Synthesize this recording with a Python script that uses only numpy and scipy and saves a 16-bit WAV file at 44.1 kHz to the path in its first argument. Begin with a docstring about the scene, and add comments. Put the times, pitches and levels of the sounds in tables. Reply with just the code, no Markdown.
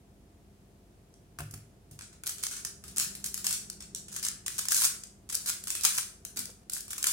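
"""A plastic puzzle cube is put down on a laptop, picked up again and solved fast in a small hard-walled room.
It clacks as it lands and, later, as its pieces catch and snap home; loose pieces rattle as it is put down
and as layers slide. Both are random tiny impacts ringing through plastic; hard stops ring the cube's core.
The laptop, the desk and the cupped cube thud as ringing modes; wall echoes follow the cube.
Beneath lie room rumble and hiss, faint tones, and a motor that swells once and dies away."""
import sys
import numpy as np
from scipy import signal
from scipy.fft import rfft, irfft
from scipy.io import wavfile

SR = 44100
rng = np.random.default_rng(int(sys.argv[2]) if len(sys.argv) > 2 else 0)


def put_to_file(sound):
    """Save the sound as 16-bit audio at rate SR, in the file named by the first command-line argument."""
    columns = np.atleast_2d(sound).T  # one column per channel
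    safe = np.clip(columns, -1, 1)
    whole_steps = np.round(safe * 32767)
    wavfile.write(sys.argv[1], SR, whole_steps.astype(np.int16))


N = 314400
TIME = np.arange(N) / SR
CUTOFF_HZ = 15950   # the recorded sound stops above this


# Clacks of the cube: first landing on the laptop, later pieces snapping home.
# Each row: start in seconds, level in dB (energy gathered in 1 ms, before the mix),
# chatter energy decay in ms, hollow body in dB, level thrown into the room in dB against the clack.
CUBE_CLACKS = [(1.1398, -50, .9, -5, -2), (1.3872, -30, 1.5, 14.5, -4.5), (1.3946, -36, 2.2, 20, 1.5),
               (1.404, -31, 2.8, 21, -10), (1.51, -37.5, 2, -16, 0), (1.5385, -32.5, 2.6, 8.5, -3),
               (1.911, -42, 4.2, -2, 2), (1.9901, -35, 1.5, 11.5, -4), (2.0093, -36, 1.7, 12, 0),
               (2.0198, -37.5, 2, -4, 3.5), (2.1275, -45, 4, 8, 1), (2.2357, -31.5, 1.5, 10, -2.5),
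               (2.2602, -27.5, 4.4, 4.5, 1.5), (2.268, -22.5, 1.2, 3.5, -6), (2.2747, -22.5, 1.3, 1, 1),
               (2.2929, -23, 2.4, 2.5, -2), (2.3827, -35, 1, 4, 5.5), (2.428, -27, 4.7, -1.5, 8.5),
               (2.4359, -19, 1.5, -2, -6.5), (2.4668, -22.5, 0.99, -1, -10), (2.511, -27.5, 3.7, 5.5, 5.5),
               (2.5654, -29.5, 4, 3, 3), (2.6489, -21.5, 1.9, 0.5, -1.5), (2.8387, -36, 2.2, 5, 3),
               (2.8795, -34.5, 5.9, -0.5, 1.5), (2.9693, -23.5, 3.5, -1, 0), (2.9825, -15, 0.71, -1.5, 0.5),
               (2.9981, -17.5, 1, 1, 3), (3.151, -30, 2.3, 1.5, 0), (3.242, -22.5, 1.7, -2, -2),
               (3.2607, -23.5, 1.8, -9, -3), (3.3424, -21.5, 1.1, -4, -1), (3.3761, -27, 2, 1, 2),
               (3.4434, -23.5, 3.7, 5.5, 0), (3.4666, -14.5, 1.7, 0, -1.5), (3.5078, -21.5, 3.7, 3, 2.5),
               (3.5266, -21.5, 1.8, -15, 4), (3.6994, -26, 1.2, -1, -4), (3.8048, -33.5, 3.1, 5.5, 0.5),
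               (3.823, -36, 2.1, -5, 1), (3.948, -24.5, 1.2, -8, -1), (3.9603, -32, 1.7, -3, 1),
               (4.0827, -35.5, 3.2, 4, 1.5), (4.162, -24.5, 3.6, 3.5, -2.5), (4.2278, -24, 2.1, -2, 6),
               (4.2493, -19, 2.3, -8, -8), (4.265, -22.5, 1.8, 2.5, 0), (4.2849, -20, 1.1, -10.5, -14),
               (4.4624, -22.5, 2.6, 1, -1), (4.4806, -21.5, .8, 5, -5), (4.585, -26, 1.8, -0.5, 4),
               (4.5914, -22, 1.2, 5.5, -4), (4.6536, -26.5, 1.9, 7, -3), (4.6848, -17.5, 1.1, -1.5, -1),
               (4.7188, -13, 2.6, 2.5, -5.5), (4.745, -15, 1.2, -15, 0.5), (4.7656, -16.5, 1.5, -12, 2),
               (4.819, -15.5, 2.4, 2, -2), (4.8431, -15.5, 3, 0.5, -10.5), (4.85, -10.5, 3, -12, -6),
               (5.0357, -31.5, 1.5, -6, -2), (5.2978, -27.5, 2.5, 4.5, -9), (5.3254, -25, 3.2, 0, 1),
               (5.3448, -21.5, 2.2, -2.5, 0.5), (5.3514, -15.5, 1.3, -11.5, -7),
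               (5.4594, -23.5, 3.5, 2.5, 3), (5.638, -30, 1.6, -3, 0), (5.6714, -25, 1.8, 1, -4),
               (5.6794, -25.5, 3.6, 2.5, 1.5), (5.7031, -19, 1.2, -4, 1.5), (5.751, -22, 2.3, 4, 2.5),
               (5.81, -27, 0.91, -6, 3.5), (5.8348, -22, 1.2, -17, 5), (5.843, -19, 2, 2.5, 7),
               (5.8499, -7.5, 2, 1, -2.5), (5.978, -18, 3.2, -4.5, 0), (5.982, -17, 2.9, 10.5, -7.5),
               (6.25, -27, 1.3, 0.5, -1.5), (6.3709, -24, 2.7, 5.5, 1.5), (6.3909, -22.5, 1.9, -6.5, -1),
               (6.4553, -30, .7, -9, -6), (6.697, -26, 1.4, -3.5, -4.5), (6.734, -20.5, 2.3, -19, -1.5),
               (6.7654, -32.5, 1.4, 11.5, -3.5), (6.8061, -30, 1.6, -9, -4), (6.88, -36, 1.5, 4, 2.5),
               (6.905, -25, 8.1, 0.5, -2), (6.9312, -26, 1.6, 7.5, -5), (6.98, -25, 2.8, 3.5, -0.5),
               (7.0276, -19.5, 1.1, 1, -2), (7.0414, -15, 1.5, 5, -5.5), (7.0679, -12.5, 3.2, 2, 0.5)]


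def clacks(left_db=-0.3, pan_spread_db=0.9):
    """The cube clacks, each time leaning its own way in stereo; a loose piece then settles with a faint tick.

    Gives two sounds: the direct one and the one thrown at the walls.
    """
    settle_from_s, settle_to_s = .008, .05
    settle_db, settle_chatter_ms = -15, 1
    direct, thrown = np.zeros((2, 2, N))
    for start_s, db, decay_ms, body_db, thrown_db in CUBE_CLACKS:
        left_minus_right_db = left_db + pan_spread_db * rng.standard_normal()
        pan = from_db(np.array([[.5], [-.5]]) * left_minus_right_db)
        settle_s = settle_from_s + (settle_to_s - settle_from_s) * rng.random()
        edge_db = brightness(start_s)
        main_clack = from_db(db) * clack(decay_ms, body_db, edge_db)
        tick = from_db(db + settle_db) * clack(settle_chatter_ms, body_db, edge_db)
        for at_s, sound in (start_s, main_clack), (start_s + settle_s, tick):
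            add(direct, at_s, sound * pan)
            add(thrown, at_s, sound * from_db(thrown_db))
    return direct, thrown


def clack(decay_ms, body_db, edge_db, rise_ms=0.22, snap_ms=0.6, uneven_db=2.0, size=1400):
    """A sharp knock of plastic on plastic, after which the pieces chatter for a few milliseconds."""
    ms = np.arange(size) * 1000 / SR
    snap = np.exp(-ms / (2 * snap_ms))
    # a longer chatter is also a stronger one: 6.5 dB is its weight before its length scales it
    chatter = from_db(6.5) * decay_ms * np.exp(-ms / (2 * max(decay_ms, .3)))
    envelope = (1 - np.exp(-ms / rise_ms)) * np.hypot(snap, chatter / 2)
    force = contacts(size, per_s=14000, spread_db=2.5, alike=0.41) * envelope
    sound = plastic(force, body_db, edge_db, uneven_db)
    # same total energy for every clack, as if gathered in 1 ms
    return sound * np.sqrt(SR / 1000 / np.sum(sound ** 2, axis=1, keepdims=True))


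# Loose pieces rattling, first as the cube is put down, then as layers slide.
# Each row: start in seconds, end in seconds, level in dB before the mix.
PIECE_RATTLES = [(1.387, 1.413, -55.5), (2.534, 2.615, -55.5), (2.962, 3.048, -40), (3.241, 3.276, -44),
                 (3.441, 3.543, -39.5), (4.117, 4.2, -44), (4.229, 4.287, -45.5), (4.46, 4.575, -48.5),
                 (4.581, 4.597, -38), (4.707, 4.796, -31.5), (4.8, 4.871, -30), (5.29, 5.35, -44.5),
                 (5.395, 5.458, -52), (5.471, 5.503, -33.5), (5.835, 5.865, -34.5), (5.922, 6.01, -39),
                 (6.361, 6.407, -45), (6.718, 6.785, -43), (6.9, 7.025, -51.5), (7.055, 7.123, -37.5)]


def rattles(uneven_db=1.5, rattle_db=2.0, rattle_per_s=450):
    """Loose pieces scrape and rattle in dense uneven clumps, each rattle growing slightly to its end."""
    body_db, extra_edge_db = -0.5, 1.5
    grows_db = 1   # a turning layer gathers speed; every rattle grows by this much
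    out = np.zeros((2, N))
    for start_s, end_s, db in PIECE_RATTLES:
        size = max(int((end_s - start_s) * SR), 200)
        steps = rng.standard_normal(200).clip(-2, 2)
        clumps = from_db(rattle_db * np.interp(TIME[:size] * rattle_per_s, np.arange(200), steps))
        growth = from_db(np.linspace(0, grows_db, size))
        force = contacts(size, per_s=900, spread_db=7, alike=0.26) * clumps * growth
        sound = plastic(force, body_db, brightness(start_s) + extra_edge_db, uneven_db)
        # the level is raised by the root of the ringing sound's length over the rattle's own, so short rattles
        # come out several dB louder
        level = np.sqrt(sound.shape[1] / size) * from_db(db)
        add(out, start_s, unit(sound) * level)
    return out


# The cube's top treble, which changes from grip to grip. Each row: time in seconds, level in dB.
GRIP_TREBLE = [(1.14, -15), (1.39, 6.5), (1.92, 7), (2.03, -8), (2.27, 4), (2.44, -1), (2.88, 1), (2.98, 3),
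               (3.35, 4.5), (3.52, 0.5), (3.82, -4), (3.95, -0.5), (4.23, -0.5), (4.48, -1), (4.8, 3.5),
               (5.04, -6), (5.35, 2), (7.1, 4)]


def brightness(s):
    """Level of the top treble in dB at time s, read between the grips."""
    return np.interp(s, *np.transpose(GRIP_TREBLE))


def contacts(size, per_s, spread_db, alike):
    """Random tiny impacts of uneven strength, partly shared by the left and right channels."""
    hit = rng.random((3, size)) < per_s / SR
    sign = rng.choice([-1, 1], (3, size))
    strength = from_db(spread_db * rng.standard_normal((3, size)).clip(-2, 2))
    shared, left, right = hit * sign * strength
    alike = np.clip(alike, 0, 1)
    return unit(np.sqrt(alike) * np.array([shared, shared]) + np.sqrt(1 - alike) * np.array([left, right]))


# Colour of the cube's plastic. Each row: frequency in Hz, level in dB per Hz.
PLASTIC_COLOUR = [(200, -32.5), (500, -25), (830, -18.5), (1080, -12), (1550, -7.5), (1900, -11.5),
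                  (2700, -10.5), (3900, -9), (5200, -3.5), (6600, -0.5), (8600, 1), (10300, -2),
                  (12000, -10), (15800, -12)]
# Where the hollow body sounds. Each row: frequency in Hz, share from 0 to 1.
HOLLOW_BODY = [(1500, 1), (2600, 0.6), (5000, 0)]
# Where the thin edges sound. Each row: frequency in Hz, share from 0 to 1.
THIN_EDGES = [(8500, 0.017), (12500, 0.98)]


def plastic(force, body_db, edge_db, uneven_db, size=1024, count=70):
    """Contacts ring through the cube; each time it has its own uneven set of short resonances."""
    hz = np.fft.rfftfreq(size, 1 / SR)
    db = at_hz(PLASTIC_COLOUR, hz) + body_db * at_hz(HOLLOW_BODY, hz) + edge_db * at_hz(THIN_EDGES, hz)
    bumps_hz = np.linspace(0, SR / 2, count)
    db = db + uneven_db * np.interp(hz, bumps_hz, rng.standard_normal(count))
    db = db - 30 * (hz > CUTOFF_HZ)
    # minimum phase: nothing rings before the contact
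    cepstrum = irfft(np.log(from_db(db)))
    fold = 1 + np.sign(size // 2 - np.arange(size))
    fold[0] = 1
    ringing = irfft(np.exp(rfft(cepstrum * fold)))
    return signal.fftconvolve(force, ringing[None], axes=1)


# Hard stops that reach the cube's core. Each row: start in seconds, level in dB, contact softness in Hz.
HARD_STOPS = [(4.719, -46, 2000), (4.82, -55, 2000), (4.85, -61, 2000), (5.851, -47.5, 1800),
              (5.871, -50, 1800), (5.983, -51, 2000)]
# The hollow cube as a whole. Each row: frequency in Hz, level in dB, time to fall 60 dB in seconds.
CORE_MODES = [(502, -9.5, 0.092), (654, -21, .06), (810, -9, 0.023), (1070, -10, .04), (1285, -7, .04),
              (1420, -4, .04), (1600, 6, .07), (1850, -12, .03)]


def core_clunks():
    """Hard stops set the whole hollow cube ringing."""
    return knocks(HARD_STOPS, CORE_MODES)


# Blows on laptop and desk. Each row: start in seconds, level in dB, contact softness in Hz.
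DESK_BLOWS = [(1.389, -49.5, 1500), (1.404, -42.5, 900), (1.418, -37, 200), (1.537, -45, 300),
              (1.914, -44, 170)]
# The laptop on the desk. Each row: frequency in Hz, level in dB, time to fall 60 dB in seconds.
DESK_MODES = [(62, -17, 0.2), (107.8, 2.5, 0.44), (129.7, -6.5, 0.41), (150.2, 0, 0.43), (241, -2.5, 0.12),
              (312.4, -6.5, 0.28), (393, -11, 0.28), (584, -11, 0.21), (690, -0.5, 0.1), (760, 0.5, 0.11)]


def desk_thuds():
    """Blows set the laptop and the desk ringing at low frequencies."""
    return knocks(DESK_BLOWS, DESK_MODES)


# The palm bumping the cube. Each row: start in seconds, level in dB, contact softness in Hz.
PALM_BLOWS = [(6.364, -52.5, 900), (6.39, -49, 600)]
# The cube cupped in the hands. Each row: frequency in Hz, level in dB, time to fall 60 dB in seconds.
CUPPED_MODES = [(194.1, -5, 0.75), (245, 0.5, .25), (318, -1.5, 0.23), (400, -12, 0.142)]


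def palm_bumps():
    """A palm bumps the cube, which rings low inside the cupped hands."""
    return knocks(PALM_BLOWS, CUPPED_MODES)


def knocks(blows, modes, uneven_db=2.1, detune=0.015):
    """Blows set a body's modes ringing; the softer the contact (lower Hz), the weaker the high modes."""
    out, t = np.zeros((2, N)), TIME[:SR // 2]
    for start_s, db, soft_hz in blows:
        ring = 0
        for hz, mode_db, t60 in modes:
            level = from_db(db + mode_db + uneven_db * rng.standard_normal())
            strength = level / (1 + (hz / soft_hz) ** 2)
            tuned_hz = hz * (1 + detune * rng.standard_normal())
            ring = ring + strength * from_db(-60 * t / t60) * np.sin(2 * np.pi * tuned_hz * t)
        add(out, start_s, np.array([ring, ring]))
    return out


def room(x, size=8820):
    """The hands keep moving the cube, so every fifth of a second it meets a new pattern of echoes."""
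    out = np.zeros((2, N))
    for i in range(0, N, size):
        add(out, i / SR, signal.fftconvolve(x[:, i:i + size], wall_echoes(), axes=1))
    return out


# How echoes fade. Each row: frequency in Hz, time to fall 60 dB in seconds (negative: they grow instead).
ECHO_FADE = [(300, -0.46), (1300, 0.52), (3500, 0.35), (8000, 0.43), (15000, 0.25)]
# How loud echoes are. Each row: frequency in Hz, level in dB against the sound sent to the walls.
ECHO_LEVEL = [(300, -3.2), (1500, -0.8), (4000, 3), (8000, -1.7), (15000, -2.5)]


def wall_echoes(build_s=0.0031, first_s=0.003, count=9, size=28672):
    """Echoes thicken over milliseconds into a fading tail; the two lowest bands grow until it ends."""
    t, hz = TIME[:size], np.fft.rfftfreq(size, 1 / SR)
    noise = rfft(diffuse(size))
    centres = np.geomspace(300, CUTOFF_HZ, count)
    response = 0
    for centre, pick in zip(centres, np.eye(count)):
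        band = irfft(noise * at_hz(np.c_[centres, pick], hz))
        build_up = 1 - np.exp(-np.maximum(t - first_s, 0) / build_s)
        shape = build_up * from_db(-60 * t / at_hz(ECHO_FADE, centre))
        level = from_db(at_hz(ECHO_LEVEL, centre)) / np.sqrt(2 * np.sum(shape ** 2))
        response = response + band * shape * level
    return response


# Room rumble and hiss. Each row: frequency in Hz, relative level in dB per Hz.
ROOM_NOISE = [(25, -6.5), (50, -12), (85, -2), (140, -8), (205, -8.5), (270, -12.5), (390, -13),
              (520, -19.5), (690, -19.5), (820, -24), (1400, -30), (4100, -35), (10000, -35.5),
              (16000, -43)]
# Colour of the motor's rumble. Each row: frequency in Hz, relative level in dB per Hz.
MOTOR_RUMBLE = [(30, -31), (65, 3.5), (100, -10), (160, 1), (260, -14.5), (400, -7.5), (520, -36),
                (1000, -24), (4000, -72)]
# Tones of mains and fan. 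Each row: frequency in Hz, rms level in dB.
MAINS_AND_FAN = [(49, -65.5), (393, -80), (689, -78.5)]
# A distant motor draws near and recedes: its rumble, its hum and the hum's octave each swell once.
# Each holds: peak time in seconds, peak rms level in dB, rise in dB per second, fall in dB per second,
# resting rms level in dB.
RUMBLE_RISE_AND_FALL = (3, -55.5, 20, 4.5, -74.5)
HUM_RISE_AND_FALL = (3, -58.5, 47, 4, -70)
OCTAVE_RISE_AND_FALL = (2.5, -68.5, 29, 8, -83.5)


def background(waver=0.51, waver_per_s=6):
    """Room noise, mains and fan tones, and a motor whose hum swells; all tones waver slightly in phase."""
    motor_hz, noise_db = 199.8, -58.5
    phase = waver * np.interp(TIME * waver_per_s, np.arange(100), rng.standard_normal(100))   # radians
    angle = 2 * np.pi * motor_hz * TIME + phase
    hum = swell(*HUM_RISE_AND_FALL) * np.sin(angle)
    hum = hum + swell(*OCTAVE_RISE_AND_FALL) * np.sin(2 * angle)
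    tones = 0
    for hz, db in MAINS_AND_FAN:
        start_phase = rng.uniform(0, 2 * np.pi)
        tones = tones + from_db(db) * np.sin(2 * np.pi * hz * TIME + start_phase + phase * .5)
    rumble = swell(*RUMBLE_RISE_AND_FALL) * coloured(MOTOR_RUMBLE)
    room_noise = from_db(noise_db) * coloured(ROOM_NOISE)
    return room_noise + rumble + np.sqrt(2) * (hum + tones)   # root 2 turns rms into sine peaks


def swell(peak_s, peak_db, rise_db_per_s, fall_db_per_s, rest_db):
    """Gain that rises from a resting level to one peak and dies away again."""
    below_db = np.maximum((peak_s - TIME) * rise_db_per_s, (TIME - peak_s) * fall_db_per_s)
    return np.hypot(from_db(peak_db - below_db), from_db(rest_db))


def coloured(spectrum):
    """Diffuse noise with a given spectrum, rms 1."""
    gain = from_db(at_hz(spectrum, np.fft.rfftfreq(N, 1 / SR)))
    return unit(irfft(rfft(diffuse(N)) * gain, N))


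# How alike the two channels are in sound from all sides. Each row: frequency in Hz, correlation.
CHANNEL_LIKENESS = [(100, 0.91), (250, 0.913), (500, 0.6), (1000, -0.042), (2000, 0.045), (4000, 0.043),
                    (12000, 0.0022)]


def diffuse(size):
    """White stereo noise arriving from all sides: alike in the bass, nearly unrelated in the treble."""
    mid, side = rfft(rng.standard_normal((2, size)))
    alike = np.clip(at_hz(CHANNEL_LIKENESS, np.fft.rfftfreq(size, 1 / SR)), -.99, .99)
    return irfft(np.sqrt(1 + alike) * mid + np.sqrt(1 - alike) * side * [[1], [-1]], size)


def from_db(db):
    """Decibels to gain."""
    return 10 ** (np.asarray(db) / 20)


def unit(x):
    """Scale to rms 1."""
    return x / np.sqrt(np.mean(x ** 2) + 1e-20)


def at_hz(points, hz):
    """Read a table on a log-frequency axis."""
    f, value = np.transpose(points)
    return np.interp(np.log(np.maximum(hz, 1)), np.log(f), value)


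def add(out, s, sound):
    """Mix a stereo sound in at time s."""
    i = int(s * SR)
    out[:, i:i + sound.shape[1]] += sound[:, :N - i]


def scene(direct_db=0.28, room_left_db=-0.42, room_right_db=-0.5):
    """The cube close to the microphone, its room, the desk and the background."""
    left_lag_s, rattle_room_db = 7 / SR, -2
    snaps, thrown = clacks()
    rattle = rattles()
    stops = core_clunks()
    left, right = (snaps + rattle + stops) * from_db(direct_db)
    # the cube's direct sound reaches the left side a little later
    direct = np.array([np.interp(TIME - left_lag_s, TIME, left), right])
    to_walls = thrown + rattle * from_db(rattle_room_db) + stops
    walls = room(to_walls) * from_db([[room_left_db], [room_right_db]])
    return direct + walls + desk_thuds() + palm_bumps() + background()


def record(dry, port_hz=10000, port_share=0.3):
    """The left port is a little brighter than the right; peaks are rounded, deepest bass and top are cut."""
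    treble = signal.sosfilt(signal.butter(1, port_hz, "high", fs=SR, output="sos"), dry)
    heard = dry + port_share * treble * [[.5], [-.5]]
    rounded = .6 * np.tanh(heard / .6)
    thin = signal.sosfilt(signal.butter(6, 42, "high", fs=SR, output="sos"), rounded)
    return signal.sosfilt(signal.ellip(10, .2, 70, CUTOFF_HZ, fs=SR, output="sos"), thin)


dry = scene()
out = record(dry)
put_to_file(out)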